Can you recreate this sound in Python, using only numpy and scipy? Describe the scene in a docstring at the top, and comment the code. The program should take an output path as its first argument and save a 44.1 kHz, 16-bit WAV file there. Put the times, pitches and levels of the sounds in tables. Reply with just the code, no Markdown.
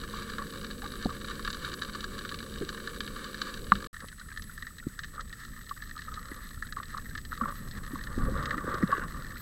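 """Shallow sea, from a camera in a waterproof case: close over a reef, then, after a short silence, over sand.
Snapping shrimp crackle near and far as sprayed clicks that ring the case; shaped noise is the water rumbling past.
Bubbles plink and gulp as short swelling tones, and the case takes one hard knock, a sum of decaying modes.
Near the end a swimming stroke churns and splashes: dense clicks through the case's resonances.
Underneath lie the camera's own hiss, whine and twitter, and over the reef its motor hum."""
import sys
import numpy as np
from scipy import signal
from scipy.fft import rfft, irfft
from scipy.io import wavfile
from scipy.ndimage import uniform_filter1d

SR = 44100
rng = np.random.default_rng(int(sys.argv[2]) if len(sys.argv) > 2 else 0)


def generate_wav(signal):
    """Clip the signal to [-1, 1] and save it as 16-bit WAV at the path in sys.argv[1]."""
    frames = np.transpose(np.atleast_2d(signal))
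    scaled = np.clip(frames, -1, 1) * 32767
    pcm = np.round(scaled).astype(np.int16)
    wavfile.write(sys.argv[1], SR, pcm)


N = 414981
TIME = np.arange(N) / SR
BINS_HZ = np.fft.rfftfreq(16384, 1 / SR)
CUT_S, RESUME_S = 3.872, 3.930  # the reef ends, the sand begins
TOP_HZ = 15800  # nearly nothing passes above this

# Colour of the camera's hiss. Each row: frequency in Hz, relative level in dB.
HISS_COLOUR = [(100, 3), (700, -6), (2500, -2.5), (6000, 1.2), (7900, 2), (8200, -20), (8600, 1.5),
               (10500, 2.3), (15500, -.3)]
# Motor noise as the case carries it. Each row: resonance in Hz, width in Hz, relative level in dB.
MOTOR_MODES = [(211.7, 7.6, -0.5), (227, 86, -7), (377, 65, -9.5), (510.4, 62, -11.5)]
# The motor's tones. Each row: mean pitch in Hz, mean level in dB.
HUM_LINES = [(211, -52.5), (461, -54.5)]
# Thin twitter high in the treble. Each row: time in seconds, centre pitch in Hz, level in dB.
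TWITTER = [(0, 10700, -61), (2.4, 10200, -58.5), (3.8, 10700, -62), (4.0, 10000, -58.5),
           (4.5, 11400, -58.5), (4.7, 13000, -66), (5.3, 13000, -68), (5.5, 12600, -62),
           (5.85, 13400, -59.5), (6.35, 11400, -58), (7.2, 12800, -58.5), (8.27, 11500, -59),
           (8.4, 13000, -64), (8.65, 13800, -64), (8.85, 11600, -59.5), (9.4, 13200, -58)]
WHINE_HZ, ZIGZAG_PER_S = 7988, 40
HUM_WAVER_DB, HUM_WAVER_SHARE = 1.5, .004  # level; share of the pitch

# Colour of the flow past the case in each place. Each row: frequency in Hz, relative level in dB.
REEF_FLOW_COLOUR = [(15, -8), (28, 1.5), (50, -4), (100, -11), (170, -11.5), (260, -25.5), (400, -37.5),
                    (700, -44), (1500, -55)]
SAND_FLOW_COLOUR = [(12, -27), (20, 0.5), (49, -7.5), (75, -8), (97, -13.5), (236, -17.5), (323, -29.5),
                    (544, -35), (700, -47), (910, -68), (1540, -120)]
# Surges of that flow. 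Each row: crest in seconds, level in dB, build in seconds, ebb in seconds.
SURGES = [(3.745, -35, 0.04, 0.065), (7.1, -45, 0.1, 0.35), (8.22, -32, 0.04, 0.12),
          (8.3, -41.5, 0.55, 1.6)]
# Spells of larger eddies that buffet the case. Each row: start of hold in seconds, hold in seconds, level in dB.
EDDIES = [(6.99, .45, -55), (8.188, 0.078, -37), (8.585, 0.15, -58), (9.03, 0.25, -47)]
# Swirls that brush the case. Each row: start of hold in seconds, hold in seconds, level in dB.
SWIRLS = [(0.394, 0.031, -44.5), (4.024, 0.0067, -51), (5.138, 0.065, -49.5), (6.074, 0.35, -54.5),
          (6.763, 0.046, -49), (6.932, 0.067, -53), (7.406, 0.096, -41.5), (8.22, 0.015, -48),
          (8.343, 0.025, -47), (8.508, 0.019, -43), (8.678, 0.078, -39.5), (9.138, 0.054, -51.5),
          (9.28, 0.16, -56.5)]
# The case buffeted by larger eddies. Each row: resonance in Hz, width in Hz, relative level in dB.
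GURGLE_MODES = [(95, 160, 10.5), (195, 86, 7), (340, 120, -19), (491, 50, -5), (850, 610, -17.5)]
# The case pelted by froth. Each row: resonance in Hz, width in Hz, relative level in dB.
CHURN_MODES = [(328, 240, -5), (531, 78, 3.5), (880, 70, -9), (1170, 97, 11), (1450, 335, 3),
               (1830, 110, 0), (2860, 190, -24), (3320, 220, -22), (3740, 200, -19)]
# The case sprayed by the splash. Each row: resonance in Hz, width in Hz, relative level in dB.
SPLASH_MODES = [(457, 170, -7), (1166, 130, 4.5), (1550, 200, 5), (1780, 200, 0.5), (2800, 170, -15.5),
                (3740, 350, -21)]
REEF_FLOW_DB, SAND_FLOW_DB, FLOW_WANDER_DB = -44.3, -46, .8
EDDY_BUILD_S, EDDY_EBB_S, SWIRL_BUILD_S, SWIRL_EBB_S = 0.02, 0.094, 0.004, 0.018
# The swimming stroke: its eddies arrive ahead of its bubbles, and both come unevenly.
STROKE_S, STROKE_BUILD_S, STROKE_HOLD_S, STROKE_EBB_S = 8.334, 0.33, 0.69, 0.13
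GURGLE_BUILD_S, STROKE_UNEVEN_DB = 1, 2.2
GURGLE_DB, FROTH_DB = -43.5, -42.5  # its eddies and its tiny bubbles
SPLASH_S, SPLASH_HOLD_S, SPLASH_DB = 8.893, 0.138, -36.5

# Small bubbles at the case. Each row: start in seconds, level in dB before trim, pitch in Hz, swell in seconds.
PLINKS = [(0.137, -23, 1080, 0.002), (0.387, -28, 1140, 0.0048), (0.417, -23, 1142, 0.0016),
          (.853, -27.5, 1166, 0.0037), (1.091, -22.5, 1215, 0.0021), (1.102, -26.5, 1158, 0.0047),
          (4.043, -30.5, 1180, 0.0011), (5.179, -23, 1210, 0.0017), (5.193, -22, 1270, 0.0019),
          (5.7102, -19, 1155, 0.003), (5.965, -28.5, 1230, 0.0035), (6.08, -26.5, 1260, .0035),
          (6.116, -31.5, 1265, 0.0055), (6.171, -26.5, 1248, 0.0056), (6.249, -36, 1320, 0.0027),
          (6.768, -18, 1145, 0.002), (6.782, -27, 1140, .002), (6.7998, -22, 1155, 0.0018),
          (6.9457, -19.5, 1146, 0.0016), (6.9692, -22, 1210, 0.0012), (6.982, -22.5, 1180, .0014),
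          (7.328, -18.5, 1300, 0.0011), (7.411, -11.5, 1155, 0.0023), (7.4342, -19, 1330, 0.0026),
          (7.456, -15, 1135, 0.0014), (7.482, -19.5, 1220, 0.0012), (7.503, -25, 1180, 0.0021),
          (7.522, -27, 1160, 0.0016), (7.955, -21.5, 1140, .002), (8.35, -28, 1160, .003),
          (8.373, -30, 1130, 0.0024), (8.474, -22, 1237, 0.0037), (8.525, -31, 1224, 0.0034),
          (8.541, -22.5, 1184, 0.0026), (8.608, -32, 1165, .007), (8.685, -27, 1180, 0.0032),
          (8.703, -29, 1220, .004), (8.774, -33, 1186, 0.0025), (8.9237, -8, 1134, 0.005)]
# Large air pockets, and at 8.16 s a low push of water as the stroke begins. Each row: start in seconds, level
# in dB before trim, pitch in Hz, swell in seconds,
GULPS = [(.829, -41.5, 806, 0.007, 0.038), (1.055, -18, 270, 0.0018, -0.16),
         (1.057, -26, 520, 0.0022, 0.02), (1.059, -26.5, 754, 0.0017, -0.028),
         (2.610, -25.5, 270, 0.0024, 0.0023), (2.615, -29.5, 445, 0.0067, -0.17),
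         (2.628, -31, 350, 0.0043, -0.13), (4.033, -37, 174, 0.0041, -0.059),
         (4.043, -37.5, 463, 0.00059, -0.0022), (4.867, -21, 258, 0.0019, 0.037),
         (6.314, -35, 326, 0.0024, -0.067), (7.415, -28.5, 217, 0.0091, 0.0062),
         (7.933, -26.5, 261, 0.0038, -0.01), (8.160, -33, 45, 0.0079, -.08),
         (8.177, -20, 234, 0.0015, -0.051), (8.226, -30.5, 144.6, 0.012, -.08),
         (8.578, -30, 295, 0.0043, -0.049), (8.642, -31.5, 400, 0.0022, -.08),
         (8.678, -27.5, 304, 0.0027, -0.16), (8.739, -31, 383, 0.0045, -.08),
         (8.826, -23, 317, 0.0022, -0.029), (8.831, -16.5, 208, 0.0051, -0.18),
         (8.98, -27, 400, 0.0018, -0.24)]
SIMMER_DB, SIMMER_LOW_HZ, SIMMER_HIGH_HZ = -58.5, 1173, 1950  # tiny bubbles over the sand
TUMBLE_DB, TUMBLE_LOW_HZ, TUMBLE_HIGH_HZ = -48, 280, 560  # middling bubbles in the stroke

# The case when struck. Each row: mode in Hz, relative level in dB, 60 dB decay in seconds.
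KNOCK_MODES = [(199, -23, 0.14), (324, -35, 0.013), (835, -20, 0.021), (1179, -6, 0.027),
               (1300, 5.5, 0.0079), (1700, -14, 0.018), (2200, -16, 0.0084), (2900, -17.5, 0.0064),
               (4000, -17.5, 0.0065)]
KNOCK_S, KNOCK_DB = 3.7198, 3

# The case as shrimp excite it in each place. Each row: resonance in Hz, width in Hz, relative level in dB.
REEF_MODES = [(1170, 99, 6), (1482, 280, -0.5), (1681, 137, 3.5), (2252, 163, -8), (3000, 280, -8),
              (3854, 340, -4), (4516, 426, -8.5), (5920, 350, -17), (7060, 300, -17)]
SAND_MODES = [(1264, 145, 3), (1795, 172, 7), (3130, 240, -20.5), (3490, 1180, -16), (4016, 420, -8.5),
              (4870, 540, -17.5), (6300, 1400, -20)]
# The crowd of far shrimp in each place. Each row: time in seconds, level in dB.
REEF_CROWD = [(0, -44), (.45, -46), (1.1, -44), (1.55, -43.5), (2.1, -46.5), (3.7, -45)]
SAND_CROWD = [(3.95, -53.5), (5.1, -55), (6.15, -49.5), (6.6, -52.5), (7.8, -51.5), (9.4, -50.5)]
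# The nearest snaps. Each row: start in seconds, ring level in dB, ring pitch in Hz, crack level in dB;
# levels are over the first SNAP_S, before each place's trim.
SNAPS = [(0.3835, -32, 1540, -44), (0.646, -42, 1440, -41.5), (0.7104, -44, 1640, -43),
         (1.026, -41, 1570, -43.5), (1.245, -41, 1460, -46), (1.284, -39.5, 1650, -42.5),
         (1.313, -43, 1660, -49), (1.3943, -37, 1370, -48), (1.449, -35.5, 1620, -38.5),
         (1.465, -43.0, 1480, -45), (1.476, -30.5, 1470, -38.5), (1.503, -40, 1490, -38.5),
         (1.5295, -45, 1630, -39), (1.546, -41, 1530, -42), (1.646, -36.0, 1480, -52),
         (1.72, -49.5, 1650, -46), (1.739, -39, 1520, -39.5), (1.8204, -32.5, 1670, -35),
         (1.8324, -39, 1540, -43), (1.8486, -40, 1410, -44), (2.0064, -54, 1640, -40.5),
         (2.042, -33.5, 1610, -38.5), (2.19, -40, 1580, -41), (2.2503, -36, 1530, -45),
         (2.2918, -45.5, 1480, -39), (2.321, -35, 1580, -56), (2.343, -55, 1630, -42),
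         (2.389, -51.5, 1400, -42.5), (2.6906, -35, 1550, -38.5), (2.6998, -40.0, 1430, -48),
         (2.777, -38, 1580, -58), (2.874, -32, 1520, -41), (3.0054, -34.5, 1570, -35),
         (3.077, -42, 1510, -44), (3.2432, -41.0, 1530, -41.5), (3.3442, -37.5, 1780, -44),
         (3.4172, -30, 1610, -32.5), (3.541, -65, 1620, -41.5), (3.754, -37.5, 1630, -40.5),
         (3.965, -43.0, 1750, -53), (4.0042, -41.5, 1780, -51.5), (4.085, -61, 1500, -46.5),
         (4.197, -46, 1720, -50), (4.362, -44, 1620, -56), (4.374, -35, 1730, -44.5),
         (4.422, -59, 1660, -45.5), (4.5777, -39, 1800, -54), (4.6239, -36, 1770, -45.5),
         (4.668, -37, 1790, -51), (4.784, -45.5, 1800, -49.5), (4.991, -33, 1590, -43.5),
         (5.035, -41, 1730, -44.5), (5.044, -39.5, 1690, -47), (5.209, -43, 1450, -46),
         (5.3277, -43, 1810, -47.5), (5.4502, -44, 1630, -50), (5.611, -46, 1430, -59),
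         (5.693, -48, 1680, -46.5), (5.822, -37.5, 1560, -49.5), (5.911, -39, 1730, -57),
         (6.0195, -44, 1750, -49), (6.141, -49, 1500, -46), (6.316, -39.5, 1810, -58),
         (6.6241, -31.0, 1760, -52), (6.724, -36.5, 1620, -46.5), (6.8315, -43, 1680, -47),
         (6.9408, -39, 1250, -57), (6.9772, -40, 1350, -46.5), (7.057, -41.5, 1810, -60),
         (7.152, -35.0, 1690, -47.5), (7.178, -38.5, 1750, -45.0), (7.251, -46, 1710, -48),
         (7.32, -34.5, 1450, -58), (7.376, -38.5, 1340, -50), (7.7115, -47.5, 1520, -47.5),
         (8.038, -44, 1490, -46), (8.071, -36, 1730, -51.5), (8.4327, -54, 1320, -50),
         (8.457, -35, 1620, -38), (8.508, -27.0, 1760, -42.5), (8.5795, -31.5, 1630, -52),
         (8.7424, -37, 1520, -45), (8.8272, -29, 1460, -64.0), (8.917, -30, 1320, -49)]
SNAP_S, SNAP_HZ, SNAP_SPREAD_OCT = .01, 3600, 0.4  # level window; middle and spread of the crack's pitch


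def undb(db):
    """Decibels to gain."""
    return 10 ** (np.asarray(db) / 20)


def unit(x):
    """Scale to rms 1."""
    return x / np.sqrt(np.mean(x ** 2))


def walk(rate):
    """Random levels held 1 / rate s and slewed twice; rms 1."""
    hold = int(SR / rate)
    steps = np.repeat(rng.standard_normal(N // hold + 1), hold)
    return unit(uniform_filter1d(uniform_filter1d(steps, hold), hold)[:N])


def swell(s, build_s, hold_s, ebb_s):
    """A gain that grows to 1 at time s, holds and dies away."""
    away = np.maximum(s - TIME, 0) / build_s + np.maximum(TIME - s - hold_s, 0) / ebb_s
    return np.exp(-np.minimum(away, 20))


def curve(rows):
    """Gain along a table of (s, dB)."""
    return undb(np.interp(TIME, *np.transpose(rows)))


def filtered(x, order, hz, kind="low"):
    """Butterworth filter."""
    return signal.sosfilt(signal.butter(order, hz, kind, fs=SR, output="sos"), x)


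def tone(hz):
    """A sine that follows a varying pitch."""
    return np.sin(2 * np.pi * np.cumsum(hz) / SR)


def ring(x, impulse):
    """Pass x through an impulse response."""
    return signal.oaconvolve(x, impulse)[:len(x)]


def response(gain):
    """The causal, minimum-phase impulse response with this gain at BINS_HZ."""
    cepstrum = irfft(np.log(gain + 1e-6))
    half = len(cepstrum) // 2
    cepstrum[1:half] *= 2
    cepstrum[half + 1:] = 0
    return irfft(np.exp(rfft(cepstrum)))[:half]


def resonant(modes):
    """Impulse response of steep-sided resonances over a faint flat floor."""
    power = sum(undb(db) ** 2 / (1 + ((BINS_HZ - hz) / width) ** 2 / 2) ** 4 for hz, width, db in modes)
    return response(np.sqrt(power) + undb(-38.0))


def coloured(points):
    """Noise of rms 1 with a spectrum of (Hz, dB) points."""
    hz, db = np.transpose(points)
    level_db = np.interp(np.log(BINS_HZ + 1), np.log(hz), db)
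    return unit(ring(rng.standard_normal(N), response(undb(level_db))))


def add(out, s, sound):
    """Mix a sound in at time s."""
    i = max(int(s * SR), 0)
    out[i:i + len(sound)] += sound[:N - i]


def pops(rate, spread_db, range_db):
    """Random impulses, rate a second; a few stand up to range_db above the rest, or below if spread_db < 0."""
    chance, size = rng.random(N), rng.exponential(size=N)
    return (chance < rate / SR) * undb(range_db * np.tanh(spread_db * size / range_db))


def scatter(clicks, rise_s, tail_s):
    """Smear each click into a short spray of noise, as echoes from bottom and surface do."""
    t = TIME[:SR // 16]
    spray = (1 - np.exp(-t / rise_s)) * np.exp(-t / tail_s)
    power = ring(clicks ** 2, spray ** 2)
    return np.sqrt(np.abs(power)) * rng.standard_normal(len(clicks))


def hum():
    """The motor's two tones, wavering slightly in level and pitch."""
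    out = np.zeros(N)
    for hz, db in HUM_LINES:
        out += undb(db + HUM_WAVER_DB * walk(4.7)) * tone(hz * (1 + HUM_WAVER_SHARE * walk(9)))
    return out


def twitter(swing_hz):
    """A faint high tone that zigzags quickly around a drifting centre and flutters in level."""
    times, hz, db = np.transpose(TWITTER)
    zigzag = tone(ZIGZAG_PER_S * (1 + .3 * walk(40))) + .6 * walk(260) + .45 * walk(1500)
    flutter = unit(undb(1.2 * walk(14) + 3 * walk(90)))
    pitch_hz = np.interp(TIME, times, hz) + swing_hz * zigzag
    return flutter * undb(np.interp(TIME, times, db)) * tone(pitch_hz)


def camera():
    """Slightly fluttering hiss, a thin steady whine and the twitter; the motor hums over the reef only."""
    hiss = coloured(HISS_COLOUR) * undb(-59.8) * undb(1.2 * walk(70))
    whine = undb(-57.5) * np.sin(2 * np.pi * WHINE_HZ * TIME)
    motor = unit(ring(rng.standard_normal(N), resonant(MOTOR_MODES))) * undb(-46.5)
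    return hiss + whine + twitter(swing_hz=1100) + (motor + hum()) * (TIME < CUT_S)


def flow():
    """Eddies of the passing water rumble on the case, wandering in level and surging at times."""
    over_reef = TIME < CUT_S
    steady = undb(np.where(over_reef, REEF_FLOW_DB, SAND_FLOW_DB) + FLOW_WANDER_DB * walk(3.75))
    surges = sum(undb(db) * swell(s, build_s, 0, ebb_s) for s, db, build_s, ebb_s in SURGES)
    rumble = np.where(over_reef, coloured(REEF_FLOW_COLOUR), coloured(SAND_FLOW_COLOUR))
    return rumble * np.hypot(steady, surges) * undb(1.5 * walk(13))


def churn():
    """Churned water buffets the case in lumps and, like each swirl, pelts it with tiny bubbles."""
    lumps = scatter(pops(rate=290, spread_db=-0.5, range_db=24.5), rise_s=0.001, tail_s=0.0056)
    stroke = undb(GURGLE_DB) * swell(STROKE_S, GURGLE_BUILD_S, STROKE_HOLD_S, STROKE_EBB_S)
    eddies = sum(undb(db) * swell(s, EDDY_BUILD_S, hold_s, EDDY_EBB_S) for s, hold_s, db in EDDIES)
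    gurgle = unit(ring(lumps, resonant(GURGLE_MODES))) * np.hypot(stroke, eddies)
    fizz = scatter(pops(rate=900, spread_db=2.0, range_db=7.0), rise_s=0.0001, tail_s=0.003)
    froth = undb(FROTH_DB) * swell(STROKE_S, STROKE_BUILD_S, STROKE_HOLD_S, STROKE_EBB_S)
    swirls = sum(undb(db) * swell(s, SWIRL_BUILD_S, hold_s, SWIRL_EBB_S) for s, hold_s, db in SWIRLS)
    pelting = unit(ring(fizz, resonant(CHURN_MODES))) * (froth + swirls)
    return undb(STROKE_UNEVEN_DB * walk(30)) * (gurgle + pelting)


def splash():
    """A spray of froth that sets in quickly, comes in clumps and stops short."""
    spray = scatter(pops(rate=450, spread_db=5, range_db=10), rise_s=0.00024, tail_s=0.0022)
    clumps = spray * undb(1.5 * walk(60))
    sprayed = unit(ring(clumps, resonant(SPLASH_MODES)))
    return sprayed * undb(SPLASH_DB) * swell(SPLASH_S, 0.014, SPLASH_HOLD_S, .012)


def bubble(db, hz, swell_s, slide=0):
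    """A bubble swells for a moment and dies away; its wall wobbles, and a large one may slide in pitch."""
    t = TIME[:SR // 10]
    age = t / max(swell_s, 1 / SR)
    phase = 2 * np.pi * np.cumsum(hz * (1 + slide * np.tanh(age - 1))) / SR
    wobble = .4 * np.interp(t * hz, np.arange(256), rng.standard_normal(256))  # a new value each cycle
    envelope = (age * np.exp(1 - age)) ** 1.12
    return undb(db) * envelope * (np.sin(phase) + wobble * np.cos(phase))


def bubbles(low_hz, high_hz, swell_s, spread_db, count):
    """Random bubbles between two pitches, many faint and a few clear; rms 1."""
    out = np.zeros(N)
    for when, pitch, size in rng.random((count, 3)):
        hz = low_hz * (high_hz / low_hz) ** pitch
        add(out, when * TIME[-1], bubble(spread_db * size ** 4, hz, swell_s))
    return unit(filtered(out, 4, .85 * low_hz, "high"))


def bubbling():
    """Tiny bubbles simmer over the sand; larger ones tumble while the stroke lasts."""
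    simmer = bubbles(SIMMER_LOW_HZ, SIMMER_HIGH_HZ, swell_s=0.0024, spread_db=17, count=400)
    tumble = bubbles(TUMBLE_LOW_HZ, TUMBLE_HIGH_HZ, swell_s=0.0034, spread_db=15.5, count=450)
    in_stroke = swell(STROKE_S, 0.095, STROKE_HOLD_S, .07)
    return simmer * undb(SIMMER_DB) * (TIME > CUT_S) + tumble * undb(TUMBLE_DB) * in_stroke


def plinks(trim_db, lowest_hz, tap_db):
    """Small bubbles plink; the case passes only a faint tap below their pitch."""
    out = np.zeros(N)
    for s, db, hz, swell_s in PLINKS:
        add(out, s, bubble(db + trim_db, hz, swell_s))
    return filtered(out, 7, lowest_hz, "high") + undb(tap_db) * filtered(out, 4, 600)


def gulps(trim_db, thud_db, soft_hz):
    """Large pockets mostly sag in pitch as they gulp, and each shoves the case with a soft thud."""
    out, case = np.zeros(N), resonant(GURGLE_MODES)
    for s, db, hz, swell_s, slide in GULPS:
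        shove = scatter(signal.unit_impulse(SR // 16), rise_s=0.00046, tail_s=0.0085)
        thud = filtered(ring(shove, case), 3, soft_hz)
        add(out, s, filtered(bubble(db + trim_db, hz, swell_s, slide), 4, 2.02 * hz))
        add(out, s, undb(db + thud_db) * thud / abs(thud).max())
    return out


def knock(contact_s, lowest_hz):
    """One hard blow on the case: a short clack with little just below it, and a low after-ring."""
    out, t = np.zeros(N), TIME[:SR // 3]
    onset = (1 - np.exp(-t / contact_s)) ** 2
    for hz, db, t60 in KNOCK_MODES:
        mode = undb(db - 60 * t / t60) * np.sin(2 * np.pi * hz * t) * onset
        if hz > lowest_hz:
            mode = filtered(mode, 3, lowest_hz, "high")
        add(out, KNOCK_S, undb(KNOCK_DB) * mode)
    return out


def far_shrimp(case, rate, spread_db, range_db, blur_db, ticks_db):
    """A crackle of snaps; some arrive as thin dry ticks, and the farthest merge into a sizzle."""
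    crackle = unit(scatter(pops(rate, spread_db, range_db), rise_s=0.0002, tail_s=0.0045))
    ticks = scatter(pops(rate=70, spread_db=7, range_db=17), rise_s=0.0001, tail_s=0.0011)
    ticks = undb(ticks_db) * unit(filtered(ticks, 2, (3000, 6500), "band"))
    sizzle = undb(blur_db + 5.2 * walk(18)) * rng.standard_normal(N)
    return unit(ring(crackle + ticks + sizzle, case))


def early_unit(x):
    """Scale to rms 1 over the first SNAP_S."""
    return x / np.sqrt(np.mean(x[:int(SNAP_S * SR)] ** 2))


def near_shrimp(snaps, case, body_db, crack_db, echo_db, echo_s):
    """Each snap hits the case at once, then as a spray of echoes; it rings low and cracks high."""
    out, t = np.zeros(N), TIME[:SR // 16]
    for s, db, ring_hz, treble_db in snaps:
        echoes = rng.standard_normal(len(t)) * np.exp(-t / echo_s) * (1 - np.exp(-t / 0.00048))
        echoes = undb(echo_db) * echoes / np.linalg.norm(echoes)
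        rung = ring(signal.unit_impulse(len(t)) + echoes, case)
        bright_hz = SNAP_HZ * 2 ** (SNAP_SPREAD_OCT * np.clip(rng.standard_normal(), -2, 2))
        body = signal.lfilter(*signal.iirpeak(ring_hz, 2.5, fs=SR), filtered(rung, 4, 2400))
        crack = signal.lfilter(*signal.iirpeak(bright_hz, .9, fs=SR), filtered(rung, 4, 2400, "high"))
        add(out, s, undb(db + body_db) * early_unit(body) + undb(treble_db + crack_db) * early_unit(crack))
    return out


def reef_shrimp():
    """Far and near shrimp over the reef, through the case as it rings there."""
    case = resonant(REEF_MODES)
    crowd = far_shrimp(case, rate=190, spread_db=6.5, range_db=19, blur_db=-5, ticks_db=-8.5)
    snaps = [row for row in SNAPS if row[0] < CUT_S]
    near = near_shrimp(snaps, case, body_db=-2, crack_db=-0.5, echo_db=1, echo_s=.0045)
    return crowd * curve(REEF_CROWD) + near


def sand_shrimp():
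    """Far and near shrimp over the sand, through the case as it rings there."""
    case = resonant(SAND_MODES)
    crowd = far_shrimp(case, rate=100, spread_db=10, range_db=19, blur_db=-8, ticks_db=-7)
    snaps = [row for row in SNAPS if row[0] > CUT_S]
    near = near_shrimp(snaps, case, body_db=-2.5, crack_db=0, echo_db=1.5, echo_s=.0045)
    return crowd * curve(SAND_CROWD) + near


def scene():
    """Reef, then sand, with water and camera throughout."""
    water = flow() + churn() + splash()
    air = plinks(trim_db=-6.5, lowest_hz=1007, tap_db=-5.5) + bubbling()
    air += gulps(trim_db=-1, thud_db=-7.5, soft_hz=435)
    blow = knock(contact_s=0.00076, lowest_hz=700)
    shrimp = np.where(TIME < CUT_S, reef_shrimp(), sand_shrimp())
    return (camera() + water + air + blow + shrimp)[None]


def record(dry):
    """A moment of silence between the two places; the top is cut."""
    live = uniform_filter1d(((TIME < CUT_S) | (TIME > RESUME_S)) * 1., size=64)
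    return signal.sosfilt(signal.ellip(10, .2, 70, TOP_HZ, fs=SR, output="sos"), dry * live)


dry = scene()
out = record(dry)
generate_wav(out)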